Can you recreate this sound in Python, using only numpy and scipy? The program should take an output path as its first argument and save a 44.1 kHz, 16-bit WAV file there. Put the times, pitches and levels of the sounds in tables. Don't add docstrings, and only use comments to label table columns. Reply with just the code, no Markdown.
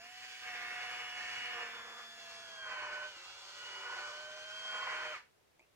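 import sys
import numpy as np
from scipy import signal
from scipy.fft import rfft, irfft
from scipy.io import wavfile
from scipy.ndimage import uniform_filter1d, map_coordinates

SR = 44100
rng = np.random.default_rng(int(sys.argv[2]) if len(sys.argv) > 2 else 0)


def volts_from_db(level):
    exponent = np.asarray(level, float) / 20
    return 10 ** exponent


def master_out(mix):
    frames = np.transpose(np.atleast_2d(mix))
    ceiling = np.clip(frames, -1, 1)
    pcm = np.round(ceiling * 32767).astype(np.int16)
    wavfile.write(sys.argv[1], SR, pcm)


N = 253795
T = np.arange(N) / SR

# t/s, f/Hz (turns per second)
SHAFT_SPEED = [(0, 224.8), (.04, 234.4), (.1, 243.4), (.2, 246.3), (.42, 247.4), (.6, 238.8), (.7, 241.8),
               (1.0, 244.1), (1.2, 241.5), (1.42, 242.5), (1.58, 238.8), (1.8, 230), (1.9, 229.4),
               (2.1, 229.7), (2.3, 224.9), (2.42, 224.9), (2.55, 218.5), (2.82, 200.4), (2.95, 200.3),
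               (3.09, 202), (3.2, 181), (3.3, 186), (3.55, 193.8), (3.8, 194.8), (4.1, 198.8), (4.2, 202.4),
               (4.5, 208), (4.6, 212.6), (4.8, 210.1), (4.9, 206.8), (5.128, 205)]
TONE_ORDERS = (2, 3, 7.5, 12, 15, 1, 5, 7, 11, 22.5, 30)
FLUTTER_DB = (2, .8, 1.2, .6, .8, 1.5, 4.5, 2.5, 2, 4, 3.5)
# t/s, then level/dB of multiples 2, 3, 7.5, 12, 15
MAIN_TONES = [(0, -97, -60.5, -67, -64.5, -86), (.25, -85, -63.5, -70, -57, -89),
              (.38, -82, -68.5, -62, -57.5, -70), (.5, -93, -54, -64, -57, -63),
              (.64, -82, -60, -53, -68, -61), (.78, -74, -52.5, -57, -56, -62),
              (1.0, -74.5, -58, -61, -48.5, -67), (1.25, -75, -58, -52, -53, -82),
              (1.4, -79, -60, -57.5, -49, -66), (1.62, -58, -55.5, -51, -49.5, -63),
              (1.75, -69, -68, -59.5, -71, -57.5), (1.9, -71, -67, -62, -64, -59),
              (2.1, -81, -67, -62, -66, -58), (2.3, -78, -60, -61, -59.5, -63),
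              (2.5, -78, -62, -61, -67, -57.5), (2.62, -80, -61.5, -52, -75, -51.5),
              (2.88, -75, -55.5, -48.5, -60, -55.5), (3.06, -76, -55.5, -47, -64, -54.5),
              (3.14, -79, -71, -74, -70, -59), (3.5, -81.5, -72.5, -68, -70, -66),
              (3.64, -74.5, -68, -53.5, -66, -52), (3.76, -67.5, -66, -63, -64, -49.5),
              (3.88, -65, -67, -46.5, -63, -53), (4.02, -73.5, -59.5, -49, -62, -54),
              (4.36, -75.5, -53.5, -57, -68, -57.5), (4.52, -83, -61, -53, -62, -51.5),
              (4.74, -78, -58.5, -75, -60, -44), (4.88, -78, -59, -53, -61, -49.5),
              (5.0, -72, -56, -49, -59, -52), (5.11, -85, -49.5, -57, -59, -52.5)]
# base level/dB, share of bottle swell [ratio], share of casing swell [ratio],
# resonance f/Hz, its width/Hz, lift/dB at its centre
BORNE_TONES = [(-94.5, 0.23, 0.069, 233, 16, 18), (-70, 1.3, 0.24, 986.6, 77, 7),
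               (-66.5, 0.47, 0.36, 1475, 30, 14.5), (-67, 0.16, 0.65, 2670, 50, 7.5),
               (-77.5, 0.042, .1, 5350, 330, 11.5), (-74.5, 0.13, 0.033, 6850, 130, 2.5)]
# t/s, level/dB
RUMBLE = [(0, -88), (.38, -87), (.47, -76.5), (1.45, -75), (1.85, -78), (2.1, -92), (2.45, -81), (2.9, -73),
          (3.05, -79), (3.15, -95), (3.5, -92), (3.65, -81), (4.2, -77.5), (4.5, -82), (5.0, -76.5)]
# t/s, level/dB through the bottle, level/dB through the casing
GRIND_LEVELS = [(0, -68, -62), (.2, -66.5, -59.5), (.39, -64.5, -56), (.47, -55.5, -47.5),
                (1.0, -53.5, -48), (1.32, -57, -50), (1.46, -56.5, -46.5), (1.58, -48.5, -49.5),
                (1.72, -54, -52.5), (1.95, -54.5, -61.5), (2.08, -62.5, -63), (2.56, -61, -65.5),
                (2.7, -50.5, -52), (2.82, -49.5, -51.5), (3.04, -55.5, -56), (3.09, -60, -66),
                (3.5, -61.5, -68), (3.64, -59.5, -61.5), (3.88, -51, -54), (4.0, -52, -56.5),
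                (4.12, -54.5, -61), (4.4, -60, -61), (4.62, -58.5, -60), (4.75, -50, -53),
                (4.88, -48.5, -46), (5.0, -47.5, -48), (5.12, -54, -51.5)]
# t/s, brush hiss level/dB, top rattle level/dB
TREBLE = [(0, -65, -80), (.3, -57.5, -76), (1.45, -57, -77.5), (1.8, -61.5, -80), (2.3, -59, -83.5),
          (2.8, -59.5, -98), (3.6, -57, -94), (5.0, -56, -103), (5.12, -59, -87), (5.17, -60.5, -90)]
# f/Hz, width/Hz, level/dB within the path
GRIP_MODES = [(65, 25, -4), (98, 67, -1), (169, 71, -10.5), (285, 110, -5.5)]
BOTTLE_MODES = [(357, 68, -12), (485, 53, -9), (610, 260, -10.5), (795, 230, -7.5), (995, 143, -1.5),
                (1241, 160, -2), (1477, 166, 1.5)]
CASING_MODES = [(1686, 220, 3), (1943, 210, 2), (2240, 300, 1), (2470, 520, -2), (2846, 180, -5)]
BRUSH_MODES = [(3300, 1980, 3.5), (4515, 810, 3.5), (5430, 1870, -2), (6560, 2000, -5), (8400, 780, -17)]
TOP_MODES = [(9500, 1500, 0), (11300, 2000, -3), (13000, 2000, -4.5), (14900, 2200, -7)]
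REPEAT_DB = (-20., -8., -6., -4., 18.)
# f/Hz, level/dB
LEFT_DB = [(60, 6), (110, 1), (200, 0.5), (380, -2), (700, -3.5), (1290, -3), (2380, -0.5), (4400, -1),
           (8120, -5), (15000, 8.5)]
# f/Hz, lead [radians, negative is late]
LEFT_PHASE = [(0, 0), (780, -.3), (1400, -1.2), (2240, -1.1), (2600, -2.1), (4130, -3), (6800, -6.3),
              (10900, -9.1), (16000, -13)]
# f/Hz, relative level/dB per Hz
FLOOR_SHAPE = [(25, -15), (90, -3), (180, -11), (280, -10), (420, -5), (1000, -12), (2500, -15),
               (6000, -21), (15000, -28)]
# t/s, peak level/dB, softness [ms]
KNOCKS = [(3.165, -60, 1.5), (5.41, -67, .3), (5.594, -51, .02), (5.608, -60, .5), (5.621, -66, .1),
          (5.638, -66, .1)]
# f/Hz, level/dB, time to fall 60 dB [s]
TOOL_MODES = [(350, -9, .05), (640, -5, .04), (900, -4, .025), (2120, 0, .04), (2380, -2, .03),
              (3400, -8, .015), (4700, -8, .015), (6600, -6, .012), (7800, -8, .01)]
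# t/s, level/dB of multiple 7, level/dB of multiple 14
BRAKE_TONES = [(5.115, -110, -110), (5.128, -47, -68), (5.15, -48, -56), (5.175, -55, -57),
               (5.19, -66, -66), (5.2, -110, -110)]
# t/s, f/Hz, level/dB
SLIDE = [(5.592, 2150, -110), (5.596, 2250, -64), (5.612, 2500, -64), (5.64, 2650, -70), (5.66, 2650, -80),
         (5.67, 2650, -110)]

OFF_S, BRAKE_HZ_PER_S, TONE_FADE_DB_PER_S = 5.128, 1300, 800
GRIND_OFF_S, GRIND_FADE_DB_PER_S = 5.165, 480
WOBBLE_FREE, WOBBLE_LOADED, WOBBLE_CHANGE, LOAD_HZ, LOAD_WIDTH_HZ = .0005, .007, .002, 221, 2
MEAN_BOTTLE_DB, MEAN_CASING_DB = -57, -57
ROOM_T60_S, ROOM_DB, WHINE_ROOM_DB = .24, 0., -12.
FLOOR_DB = -72


def unit(x):
    return x / np.sqrt(np.mean(x ** 2))


def curves(table):
    s, *columns = np.transpose(table)
    return [np.interp(T, s, column) for column in columns]


def walk(rate):
    count = int(N / SR * rate) + 4
    return map_coordinates(rng.standard_normal(count), [T * rate + 1], order=2)


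def resonate(x, modes):
    hz = np.fft.rfftfreq(len(x), 1 / SR)[1:]
    power = 0
    for f, width, db in modes:
        detune = (hz - f * f / hz) / width
        power = power + volts_from_db(2 * db) / (1 + detune ** 2) ** 2
    return irfft(rfft(x) * np.r_[0, np.sqrt(power)], len(x))


def shaft_hz():
    slowing = BRAKE_HZ_PER_S * np.maximum(T - OFF_S, 0)
    return np.maximum(curves(SHAFT_SPEED)[0] - slowing, 40)


def shaft_phase():
    hz = shaft_hz()
    hz_per_s = uniform_filter1d(np.gradient(hz) * SR, SR // 10)
    change = np.clip(hz_per_s / 40, -1, 1) ** 2
    load = 1 / (1 + np.exp((hz - LOAD_HZ) / LOAD_WIDTH_HZ))
    wobble = WOBBLE_FREE + WOBBLE_CHANGE * change + WOBBLE_LOADED * load
    turns = np.cumsum(hz) / SR + wobble * (walk(60) + walk(25))
    return 2 * np.pi * turns


def swells():
    bottle_db, casing_db = curves(GRIND_LEVELS)
    return bottle_db - MEAN_BOTTLE_DB, casing_db - MEAN_CASING_DB


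def tone_levels():
    (bottle, casing), hz = swells(), shaft_hz()
    borne = []
    for k, row in zip(TONE_ORDERS[-len(BORNE_TONES):], BORNE_TONES):
        db, bottle_share, casing_share, f, width, lift_db = row
        lift = lift_db / (1 + ((k * hz - f) / width) ** 2)
        borne.append(db + bottle_share * bottle + casing_share * casing + lift)
    fade = TONE_FADE_DB_PER_S * np.maximum(T - OFF_S, 0)
    return np.array(curves(MAIN_TONES) + borne) - fade


def whine(phase):
    out = 0
    for k, flutter_db, db in zip(TONE_ORDERS, FLUTTER_DB, tone_levels()):
        rate = 25 + 30 * flutter_db
        gain = volts_from_db(db + flutter_db * walk(rate))
        jitter = flutter_db / 4 * walk(rate)
        out = out + gain * np.sin(k * phase + jitter)
    return np.sqrt(2) * out


def path_levels():
    fade = GRIND_FADE_DB_PER_S * np.maximum(T - GRIND_OFF_S, 0)
    return np.array(curves(RUMBLE) + curves(GRIND_LEVELS) + curves(TREBLE)) - fade


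def turn_pattern(phase, scatter_db=2., drift_db=3., half_db=-5., pole_db=2.):
    out = 0
    for k in np.r_[1:78, 1.5:24]:
        if k in TONE_ORDERS:
            continue
        start, size = rng.standard_normal(2)
        db = scatter_db * size + drift_db * walk(2.985)
        db = db + half_db * (k % 1 > 0) + pole_db * (k % 3 == 0)
        out = out + volts_from_db(db) * np.sin(k * phase + 9 * start)
    return unit(out)


def grind(phase):
    pattern, out = turn_pattern(phase), 0
    turn_beat = 1 + 0.26 * np.cos(phase) + 0.21 * np.cos(phase / 2)
    beat = turn_beat * volts_from_db(1.34 * walk(40) + 1.21 * walk(7.004))
    paths = (GRIP_MODES, BOTTLE_MODES, CASING_MODES, BRUSH_MODES, TOP_MODES)
    for modes, repeat_db, db in zip(paths, REPEAT_DB, path_levels()):
        drive = beat * rng.standard_normal(N) + volts_from_db(repeat_db) * pattern
        out = out + volts_from_db(db) * unit(resonate(drive, modes))
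    return out


def ports(x, offset):
    hz = np.fft.rfftfreq(N, 1 / SR)
    lead = offset * np.interp(hz, *np.transpose(LEFT_PHASE))
    at, left_db = np.transpose(LEFT_DB)
    db = np.interp(np.log(hz + 1), np.log(at), left_db)
    gain = volts_from_db(db / 2 * np.array([[1], [-1]]))
    turn = np.exp(1j * np.array([lead, 0 * lead]))
    return irfft(gain * turn * rfft(x), N)


def room(x):
    t = T[:SR // 2]
    decay = np.exp(-np.log(1000) * t / ROOM_T60_S) * (t > .003)
    tail = rng.standard_normal((2, len(t))) * decay
    bass = signal.sosfilt(signal.butter(1, 900, fs=SR, output="sos"), tail)
    tail = tail - 0.23 * bass
    tail = tail / np.sqrt(np.sum(tail ** 2) / 2)
    return volts_from_db(ROOM_DB) * signal.fftconvolve(x[None], tail, axes=1)[:, :N]


def floor():
    hz = np.fft.rfftfreq(N, 1 / SR) + 1
    at, db = np.transpose(FLOOR_SHAPE)
    shape = volts_from_db(np.interp(np.log(hz), np.log(at), db))
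    mid, side = rfft(rng.standard_normal((2, N))) * shape
    side = side * np.clip(0.66 + hz / 900, 0, 1)
    return volts_from_db(FLOOR_DB) * unit(irfft([mid + side, mid - side], N))


def knocks():
    out, t = np.zeros(N), T[:SR // 8]
    ring = 0
    for k, (hz, db, t60) in enumerate(TOOL_MODES):
        decay = np.exp(-np.log(1000) * t / t60)
        ring = ring + volts_from_db(db) * decay * np.sin(2 * np.pi * hz * t) * (-1) ** k
    for s, db, soft_ms in KNOCKS:
        push = np.hanning(int(2 * abs(soft_ms) * SR / 1000) + 3)
        blow = np.convolve(ring, push)
        i = int(s * SR)
        piece = out[i:i + len(blow)]
        piece += volts_from_db(db) * blow[:len(piece)] / np.abs(blow).max()
    return out


def brake(phase):
    seventh_db, fourteenth_db = curves(BRAKE_TONES) + 3 * walk(90)
    tones = volts_from_db(seventh_db) * np.sin(7 * phase) + volts_from_db(fourteenth_db) * np.sin(14 * phase)
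    return np.sqrt(2) * tones


def slide():
    hz, db = curves(SLIDE)
    return volts_from_db(db) * walk(350) * np.sin(2 * np.pi * np.cumsum(hz) / SR)


def scene():
    phase = shaft_phase()
    tones, rattle = whine(phase) + brake(phase), grind(phase)
    handling = knocks() + slide()
    echo = room(rattle + volts_from_db(WHINE_ROOM_DB) * (tones + handling))
    return ports(tones, offset=0.86) + ports(rattle + handling, offset=1) + echo + floor()


def low_pass(x):
    return signal.sosfilt(signal.butter(12, 15650, fs=SR, output="sos"), x)


def record(dry):
    return low_pass(dry)


dry = scene()
out = record(dry)
master_out(out)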